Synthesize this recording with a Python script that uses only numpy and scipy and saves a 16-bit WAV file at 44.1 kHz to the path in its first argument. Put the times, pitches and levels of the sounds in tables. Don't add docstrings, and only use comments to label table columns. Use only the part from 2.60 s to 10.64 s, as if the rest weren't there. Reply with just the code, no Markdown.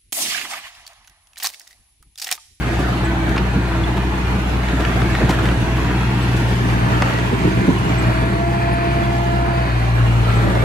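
import sys
import numpy as np
from scipy import signal
from scipy.fft import rfft, irfft, next_fast_len
from scipy.io import wavfile
from scipy.ndimage import uniform_filter1d

SR = 44100
rng = np.random.default_rng(int(sys.argv[2]) if len(sys.argv) > 2 else 0)


def store_wav(level_fs):
    pcm = np.round(np.clip(np.atleast_2d(level_fs), -1, 1) * 32767)
    wavfile.write(sys.argv[1], SR, pcm.T.astype(np.int16))


N = 354563
T = np.arange(N) / SR


def amp(db):
    return 10 ** (np.asarray(db) / 20)


def unit(x):
    return x / np.sqrt(np.mean(x ** 2) + 1e-20)


def curves(rows):
    s, *columns = np.transpose(rows)
    return [np.interp(T, s, c) for c in columns]


def read(points, hz):
    f, value = np.transpose(points)
    return np.interp(np.log(hz + 1), np.log(f + 1), value)


def add(mix, s, sound):
    part = mix[max(round(s * SR), 0):][:len(sound)]
    part += sound[:len(part)]


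def wander(hz):
    size = next_fast_len(N)
    rolloff = 1 + (np.fft.rfftfreq(size, 1 / SR) / hz) ** 4
    return unit(irfft(rfft(rng.standard_normal(size)) / rolloff, size)[:N])


def ring(x, spectrum, size=4096):
    log_gain = np.log(amp(read(spectrum, abs(np.fft.fftfreq(size, 1 / SR)))))
    answer = np.fft.ifft(np.exp(np.conj(signal.hilbert(log_gain)))).real
    return signal.oaconvolve(x, answer[:size // 2])[:N]


def grains(per_s, spread_db):
    sizes = amp(spread_db * np.minimum(rng.exponential(1, N), 4.5))
    struck = rng.random(N) < per_s / SR
    return unit(sizes * rng.standard_normal(N) * struck)


SHIFT_S, LAG_BEFORE_S, LAG_AFTER_S = 3.95, -.00006, .00043


def shift():
    return np.clip((T - SHIFT_S) / .3 + .5, 0, 1)


def ports(x):
    before, after = (np.roll(x, round(lag * SR)) for lag in (LAG_BEFORE_S, LAG_AFTER_S))
    turn = shift() * np.pi / 2
    right = np.cos(turn) ** 2 * before + np.sin(turn) ** 2 * after
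    return np.array([x, right])


def place(x, left_db):
    return ports(x) * amp([[left_db], [-left_db]])


# pitch_hz, t60_s
ECHO_DECAY = [(150, 0.1), (1000, 0.11), (4000, 0.4), (12000, 0.089)]
# pitch_hz, correlation (-1 to 1, no unit)
ECHO_LIKENESS = [(100, -0.12), (250, 0.75), (400, 0.6), (700, -0.075), (950, 0.057), (1250, 0.44),
                 (1600, -0.68), (2500, -0.033), (14000, 0.08)]


def lane(x, size):
    hop = size // 4
    hz, _, z = signal.stft(x, SR, nperseg=size, noverlap=size - hop)
    keep = amp(-60 * hop / SR / read(ECHO_DECAY, hz)) ** 2
    power = abs(z) ** 2 * (1 - keep)[:, None]
    for frame in range(1, power.shape[1]):
        power[:, frame] += keep * power[:, frame - 1]
    a, b = rng.standard_normal((2, *z.shape)) + 1j * rng.standard_normal((2, *z.shape))
    same = read(ECHO_LIKENESS, hz)[:, None]
    right = same * a + np.sqrt(1 - same ** 2) * b
    wash = signal.istft(np.array([a, right]) * np.sqrt(power), SR, nperseg=size, noverlap=size - hop)[1]
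    return x.std() * unit(wash[:, :N])


def interference(x, depth_db=2.5, size=2048):
    z = signal.stft(x, SR, nperseg=size)[2]
    smooth = np.outer(np.hanning(6), np.hanning(17))
    drifting = signal.fftconvolve(rng.standard_normal(z.shape[1:]), smooth, "same")
    z = z * amp(depth_db * unit(drifting))
    return x.std() * unit(signal.istft(z, SR, nperseg=size)[1][:, :N])


# time_s, firing_rate_hz
ENGINE_SPEED = [(0, 59.2), (0.3, 60.64), (0.7, 59.3), (.9, 60.36), (1.25, 59.6), (1.45, 60.95), (2.2, 60.8),
                (2.4, 59.9), (3.15, 59.47), (3.45, 60.93), (3.95, 59.85), (4.17, 58.3), (4.45, 59.87),
                (4.9, 59.43), (5.25, 60.1), (5.5, 58.73), (5.85, 61.76), (6.9, 61.88), (7.05, 60.47),
                (7.2, 58.13), (7.52, 57.55), (8.04, 59.06)]
TOP_HZ, HUNT_HZ, HUNTS_PER_S = 61.43, 0.2504, 4.14


def crankshaft():
    firing_hz, = curves(ENGINE_SPEED)
    lugging = np.clip(TOP_HZ - firing_hz, 0, 1)
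    return np.cumsum(firing_hz + HUNT_HZ * lugging * wander(hz=HUNTS_PER_S)) / SR


# pitch_hz, relative_level_db
BLOCK_COLOUR = [(200, -30), (480, -27), (650, -5.5), (850, 8), (1020, 7), (1180, -13.5), (1750, 0),
                (2200, -7), (2600, -11.5), (3400, -31), (4300, -11), (5400, -42), (8800, -24), (14000, -42)]


def rush(level_db=-30.5):
    return amp(level_db) * unit(ring(rng.standard_normal(N), BLOCK_COLOUR))


def knock(turns, level_db=-43.0, uneven_db=2.0, jitter_s=.0001, fade_s=0.0026, alike=0.8, count=6):
    out, t = np.zeros(N), T[:SR // 50]
    cylinders = rng.standard_normal((count, len(t)))
    for k, s in enumerate(T[1:][np.diff(turns.astype(int)) > 0]):
        late, strength = rng.standard_normal(2)
        rap = alike * cylinders[k % count] + np.sqrt(1 - alike ** 2) * rng.standard_normal(len(t))
        add(out, s + jitter_s * late, amp(uneven_db * strength) * rap * np.exp(-t / fade_s))
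    return amp(level_db) * unit(ring(out, BLOCK_COLOUR))


# pitch_hz, relative_level_db
GEAR_COLOUR = [(300, -31), (550, -12.5), (650, -2.5), (850, -4), (1000, 2), (1180, -10), (1400, -1.5),
               (1800, -1.5), (2100, -8.5), (2450, -5), (3000, -17), (4500, -17.5)]


def strands(turns, spread_db=7.5, drift_hz=1.3, count=6, overtones=480, size=16384):
    out = np.zeros(N)
    place_in_cycle = (turns / count % 1 * size).astype(int) % size
    for _ in range(2):
        strength, a, b = rng.standard_normal((3, overtones))
        random_phase = np.exp(1j * np.arctan2(a, b))
        cycle = irfft(amp(spread_db * np.clip(strength, -2, 2)) * random_phase, size)
        out += cycle[place_in_cycle] * wander(hz=drift_hz)
    return unit(ring(out, GEAR_COLOUR))


def geartrain(turns, level_db=-32, echo_db=-2):
    echoes = np.array([strands(turns), strands(turns)])
    return amp(level_db) * unit(place(strands(turns), left_db=0.5) + amp(echo_db) * echoes)


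def firings(turns, fade, uneven_db, count=6):
    stroke = turns.astype(int)
    chance = rng.standard_normal(stroke[-1] + 1)[stroke]
    strength_db = uneven_db * (np.cos(2 * np.pi * stroke / count) + chance)
    return unit(amp(strength_db) * np.exp(-(turns % 1) / fade))


# pitch_hz, relative_level_db
PIPE_COLOUR = [(25, -51), (50, -2), (80, -5.5), (110, 3.5), (150, -2), (205, -1.5), (240, -3.5), (320, -2),
               (420, -6.5), (550, -18.5), (900, -38.5), (3000, -64)]


def exhaust(turns, rumble_db, puffs_db=-7.5, rocks_db=-7.5, lurch_db=1.4):
    gas = firings(turns, fade=0.42, uneven_db=0.5) * rng.standard_normal(N)
    tumble = grains(per_s=400, spread_db=0.0) * amp(lurch_db * wander(hz=2.2))
    puffs, rocks = unit(ring(gas, PIPE_COLOUR)), unit(ring(tumble, PIPE_COLOUR))
    return amp(rumble_db) * (amp(puffs_db) * puffs + amp(rocks_db) * rocks)


# time_s, firing_tone_level_db, octave_level_db
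EXHAUST_NOTE = [(0, -23, -27.5), (0.5, -22, -25), (1.2, -22, -25), (1.4, -22.5, -28), (2.15, -21, -27.5),
                (2.7, -21.5, -23.5), (3.3, -22.5, -24), (3.7, -24.5, -20), (4.25, -23.5, -19.5),
                (4.5, -27, -21), (5.1, -28, -27), (5.5, -22, -19), (5.85, -25.5, -23.5), (7.0, -23, -22),
                (7.45, -20, -14.5), (8.04, -21.5, -18)]
# multiple of the firing rate (no unit), level_db
EXHAUST_OVERTONES = [(3, -33), (4, -41.5), (5, -39.5)]
# multiple of the fan's turning rate (no unit), level_db
FAN_PARTIALS = [(2, -39), (3, -38), (4, -37), (5, -40), (6, -32.5), (8, -44)]
FAN_ORDER = .534


def drone(turns, rumble_db, waver=0.11, sway=0.069, first_swell_db=-0.24, octave_swell_db=0.64,
          overtone_waver=0.24, follow=0.85):
    first_db, octave_db = curves(EXHAUST_NOTE)
    first = amp(first_db + first_swell_db * wander(hz=14.0)) * np.cos(2 * np.pi * turns)
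    octave_phase = 4 * np.pi * turns + 2 * np.pi * sway * wander(hz=3.0)
    octave = amp(octave_db + octave_swell_db * wander(hz=7.5)) * np.cos(octave_phase)
    note = (first + octave) * (1 + waver * wander(hz=22))
    shake = amp(follow * (rumble_db - rumble_db.mean()))
    tones = [(k, db) for k, db in EXHAUST_OVERTONES] + [(k * FAN_ORDER, db) for k, db in FAN_PARTIALS]
    for order, db in tones:
        tone = np.cos(2 * np.pi * (order * turns + rng.random()))
        note += amp(db) * shake * (1 + overtone_waver * wander(hz=3.4)) * tone
    return np.sqrt(2) * note


# start_s, length_s, tooth_tone_level_db, octave_level_db (before waver)
PUMP_STROKES = [(0.31, 0.36, -28, -38.5), (1.05, 0.13, -26.5, -58), (2.53, .16, -32.5, -39),
                (2.92, 0.13, -35, -34), (4.055, 0.18, -41, -34.5), (4.773, 0.21, -32, -34),
                (5.172, 0.56, -31.5, -31), (5.701, 1.28, -30, -24.7)]
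# multiple of the tooth tone (no unit), level_db against the octave, before upper_db
PUMP_UPPER = [(3, -24), (4, -17), (5, -19.5), (6, -24), (7, -28.5)]
PUMP_ORDER = 5.53
PRESSURE_RISE_S, PRESSURE_FALL_S, IDLE_TOOTH_DB, IDLE_OCTAVE_DB = 0.15, 0.17, -38.5, -45


def pump(turns, upper_db=4, fading_db=1.0, tremble=0.09, slip=0.008):
    tooth_gain = np.full(N, amp(IDLE_TOOTH_DB))
    octave_gain = amp(IDLE_OCTAVE_DB + fading_db * wander(hz=2.2))
    for start, length, tooth_db, octave_db in PUMP_STROKES:
        rise = np.clip((T - start) / PRESSURE_RISE_S, 0, 1)
        fall = np.clip(1 - (T - start - length) / PRESSURE_FALL_S, 0, 1)
        pressure = rise * fall
        tooth_gain += pressure * (amp(tooth_db) - amp(IDLE_TOOTH_DB))
        octave_gain += pressure * (amp(octave_db) - amp(IDLE_OCTAVE_DB))
    teeth = PUMP_ORDER * turns + slip * wander(hz=8.7)
    upper = np.zeros(N)
    for k, db in PUMP_UPPER:
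        upper += amp(db + upper_db + fading_db * wander(hz=4.0)) * np.sin(2 * np.pi * k * teeth)
    octave = (1 + tremble * wander(hz=12)) * np.sin(4 * np.pi * teeth)
    return np.sqrt(2) * (tooth_gain * np.sin(2 * np.pi * teeth) + octave_gain * (octave + upper))


def clinks(grind_db, level_db=-35.5, follow=1.0, t60=0.21, tilt_db=-15, spread_db=13, count=1400):
    out, t = np.zeros(N), T[:SR // 7]
    for when, pitch, size in rng.random((count, 3)):
        hz = 720 * (4500 / 720) ** pitch
        db = tilt_db * max(np.log2(hz / 1800), 0) - spread_db * size
        add(out, when * N / SR, amp(db - 60 * t / t60) * np.sin(2 * np.pi * hz * t))
    return amp(level_db + follow * (grind_db - grind_db.mean())) * unit(out)


# start_s,
# length_s, level_db (rms before the fade shape), pitch_hz (centre)
WHISTLES = [(.32, 0.11, -46, 4300), (.436, 0.04, -42.5, 7820), (0.538, 0.26, -39.5, 2290),
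            (.905, 0.039, -36, 2520), (1.153, 0.16, -52, 4298), (1.232, 0.021, -29.5, 3400),
            (2.51, 0.047, -48, 7500), (3.61, .038, -46, 7840), (5.273, 0.052, -50, 7620),
            (5.374, 0.036, -38, 7850), (5.901, 0.27, -39, 2390), (6.119, .038, -46, 10340),
            (6.422, 0.041, -39, 3367), (7.745, 0.042, -44, 7880), (7.983, 0.033, -54, 7930)]


def squeaks(rough=.009):
    out = np.zeros(N)
    for s, length, db, hz in WHISTLES:
        size = int(length * SR)
        pitch = hz * (1 + rough * unit(uniform_filter1d(rng.standard_normal(size), 60)))
        whistle = np.sin(2 * np.pi * np.cumsum(pitch) / SR)
        add(out, s, amp(db) * np.sqrt(2) * np.hanning(size) * whistle)
    return out


# time_s, rumble_db, grinding_db, grit_db (each relative to its layer's trim)
HEAP_MOTION = [(0, -22.5, -22, -32.5), (.3, -21, -21.5, -34), (.55, -21.5, -23.5, -36),
               (1.1, -22, -25, -35), (1.6, -21.5, -27, -34.5), (2, -22.5, -24.5, -32.5),
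               (2.3, -19.5, -20.5, -32), (2.7, -19, -22, -32), (3.1, -19.5, -25, -32.5),
               (3.7, -20.5, -25.5, -31), (4.45, -18.5, -19.5, -32), (4.8, -18, -24, -32),
               (5.5, -19.5, -20.5, -34), (5.95, -21, -29.5, -37), (6.5, -20.5, -27, -34.5),
               (7.2, -26.5, -25, -38.5), (7.7, -22.5, -24, -32.5), (8.04, -19, -18, -48)]
# pitch_hz, relative_level_db
GRIT_COLOUR = [(800, -2.5), (2800, 10.5), (4300, -1.5), (5400, -3.5), (6400, -3), (8000, -8.5), (9000, -11),
               (10500, -10), (14000, -16.5)]


def grit(grit_db, level_db=-2, spill_db=0.95):
    chips = unit(ring(grains(per_s=12000, spread_db=0.0), GRIT_COLOUR))
    return amp(grit_db + level_db + spill_db * wander(hz=21)) * chips


# pitch_hz, relative_level_db
STONE_COLOUR = [(100, -46), (300, 4.5), (500, 1), (700, 9.5), (1000, -3.5), (1500, 5), (2000, -2),
                (2700, -8.5), (3600, -10.5), (5200, -20), (14000, -32.5)]


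def rubble(grind_db, crush_db=-6):
    clumps = grains(per_s=1100, spread_db=2.0) * amp(1.8 * wander(hz=90))
    return amp(grind_db + crush_db) * unit(ring(clumps, STONE_COLOUR))


# pitch_hz (before drift), width_hz, relative_level_db
EDGE_RESONANCES = [(478.4, 45, -6), (610, 30, 14.5), (732, 53, -23), (1284, 45, 13), (1628, 83, -9)]
SCRAPE_S, SCRAPE_RISE_S, SCRAPE_DB = 7.25, 0.5, -27


def scrape(drift=0.054):
    slips, out = grains(per_s=2300, spread_db=-0.5), np.zeros(N)
    for hz, width, db in EDGE_RESONANCES:
        turn = np.exp(2j * np.pi * np.cumsum(hz * (1 + drift * wander(hz=3.77))) / SR)
        r = np.exp(-np.pi * width / SR)
        out += amp(db) * unit((turn * signal.lfilter([1 - r], [1, -r], slips / turn)).real)
    return amp(SCRAPE_DB) * np.clip((T - SCRAPE_S) / SCRAPE_RISE_S, 0, 1) * unit(out)


# start_s, relative_level_db, pitch factor on the modes (no unit)
ROCK_THUDS = [(.185, -9, 0.98), (0.706, -12, 0.83), (.955, -6, 0.78), (.972, -13, 1.03),
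              (1.736, -8.5, 0.76), (1.779, -14.5, 0.93), (2.125, -8.5, 0.98), (2.607, -13, 1.34),
              (2.629, -7, 0.7), (2.690, -9, 1.03), (2.826, -8.5, 1.08), (2.868, -17, 1.12),
              (4.72, -11, 1.45), (4.839, -3.5, 1.11), (4.866, -9, 1.14), (5.075, -0.5, 0.99),
              (5.097, -16, 1.44)]
# pitch_hz (before the pitch factor), relative_level_db, t60_s
BLADE_MODES = [(119.6, -0.5, 0.114), (165, 6.5, 0.072), (271.6, 4, 0.087), (328, 9.5, 0.046),
               (443, -10, 0.088), (581, -12.5, 0.1)]


def thuds(rise_s=0.01, level_db=-2):
    out, t = np.zeros(N), T[:SR // 3]
    soft_onset = 1 - np.exp(-(t / rise_s) ** 2)
    for s, db, pitch in ROCK_THUDS:
        modes = np.zeros(len(t))
        for hz, mode_db, t60 in BLADE_MODES:
            modes += amp(mode_db - 60 * t / t60) * np.sin(2 * np.pi * hz * pitch * t)
        add(out, s, amp(db + level_db) * modes * soft_onset)
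    return out


# start_s, relative_level_db, fade_s, brightness_db_per_octave
STONE_CRACKS = [(0.079, -24, 0.016, -1.5), (.185, -41, .03, 20), (0.679, -31, 0.024, 3.5),
                (.76, -37, 0.019, -3), (1.365, -26.5, 0.017, 2), (2.194, -21.5, .025, 0),
                (2.54, -23, 0.013, -0.5), (2.602, -16, 0.036, -8), (2.69, -27, 0.022, 8.5),
                (2.68, -20, 0.04, -3), (2.7, -25, 0.022, 1.5), (2.82, -23, 0.065, 1),
                (3.165, -25, 0.013, 1), (3.755, -36.5, 0.027, 12)]


def cracks(level_db=4, build=0.28):
    out, t = np.zeros(N), T[:SR // 4]
    octaves = np.log2(np.clip(np.fft.rfftfreq(len(t), 1 / SR), 200, 6500) / 1000)
    snaps = ring(grains(per_s=2500, spread_db=2.5), STONE_COLOUR)
    for s, db, fade, tilt_db in STONE_CRACKS:
        shower = np.roll(snaps, rng.integers(N))[:len(t)]
        shower = irfft(rfft(shower) * amp(tilt_db * octaves), len(t))
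        envelope = (1 - np.exp(-t / (build * fade))) * np.exp(-t / fade)
        add(out, s, amp(db + level_db) * envelope.std() * unit(shower * envelope))
    return out


def clack(hz, count=12, t60=0.026, spread_octaves=1.1, snap_db=-5, snap_s=0.0016, contact_s=.0003):
    t = T[:SR // 12]
    place_in_band = np.linspace(-1, 1, count) + rng.uniform(-1.27, 1, count) / count
    mode_hz = hz * 2 ** (spread_octaves * place_in_band[:, None])
    modes = np.sin(2 * np.pi * (mode_hz * t + rng.random((count, 1))))
    ringing = unit(np.exp(-place_in_band ** 2) @ modes) * amp(-60 * t / t60)
    band = signal.butter(2, (700, 4500), "bandpass", fs=SR, output="sos")
    snap = unit(signal.sosfilt(band, rng.standard_normal(len(t)))) * np.exp(-t / snap_s)
    return (ringing + amp(snap_db) * snap) * (1 - np.exp(-t / contact_s))


# start_s, level_db (of the ring before its decay), pitch_hz (band centre)
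STONE_CLACKS = [(.022, -22, 1080), (.763, -18, 1450), (.768, -19, 1500), (.777, -20, 1600),
                (.7803, -17, 2700), (2.086, -21, 1890), (2.25, -17, 2010), (2.418, -17, 1377),
                (2.551, -14, 1460), (2.694, -13, 900), (2.708, -13, 1000), (2.735, -20, 1200),
                (2.856, -19, 1750), (2.888, -19, 1600), (3.246, -24, 1900), (4.4207, -12.5, 1800),
                (4.4228, -10, 1000), (4.477, -19, 1000), (4.538, -19, 1000), (4.587, -17, 1110),
                (6.184, -26, 1290)]


def clacks(grind_db, small_db=-7, spread_db=9, low_hz=750, high_hz=2600, count=300):
    big, small = np.zeros((2, N))
    for when, size, pitch in rng.random((count, 3)):
        add(small, when * N / SR, amp(-spread_db * size) * clack(low_hz * (high_hz / low_hz) ** pitch))
    for s, db, hz in STONE_CLACKS:
        add(big, s, amp(db) * clack(hz))
    return big + amp(grind_db + small_db) * small


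EARLY_DB, LATE_DB = -2.4, -0.4


def scene(bright_wet_db=0, bright_dry_db=-10.0, snaps_wet_db=-9, dull_wet_db=-6, knock_wet_db=-14,
          whine_wet_db=-16):
    turns = crankshaft()
    rumble_db, grind_db, grit_db = curves(HEAP_MOTION)
    engine_gain = amp(EARLY_DB + (LATE_DB - EARLY_DB) * shift())
    bright = engine_gain * rush() + rubble(grind_db) + grit(grit_db) + scrape()
    dull, whine, knocks = exhaust(turns, rumble_db), pump(turns), thuds()
    ahead = cracks() + clacks(grind_db) + squeaks()
    clatter = clinks(grind_db) + engine_gain * knock(turns)
    high = place(amp(bright_dry_db) * bright, left_db=-5.0)
    high += lane(amp(bright_wet_db) * bright + amp(snaps_wet_db) * (clatter + ahead), size=256)
    low = place(drone(turns, rumble_db), left_db=0.7)
    low += place(dull + knocks, left_db=-0.95) + place(whine, left_db=-0.6)
    low_send = amp(dull_wet_db) * dull + amp(knock_wet_db) * knocks + amp(whine_wet_db) * whine
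    low += lane(low_send, size=2048)
    return low + interference(high) + ports(clatter) + ahead + engine_gain * geartrain(turns)


def record(dry, ceiling=.92, edge_hz=14500):
    rounded = dry / (1 + (dry / ceiling) ** 8) ** (1 / 8)
    lowpass = signal.firwin(511, edge_hz, window=("kaiser", 9), fs=SR)
    return signal.oaconvolve(rounded, lowpass[None], "same", axes=1)


dry = scene()
out = record(dry)
store_wav(out)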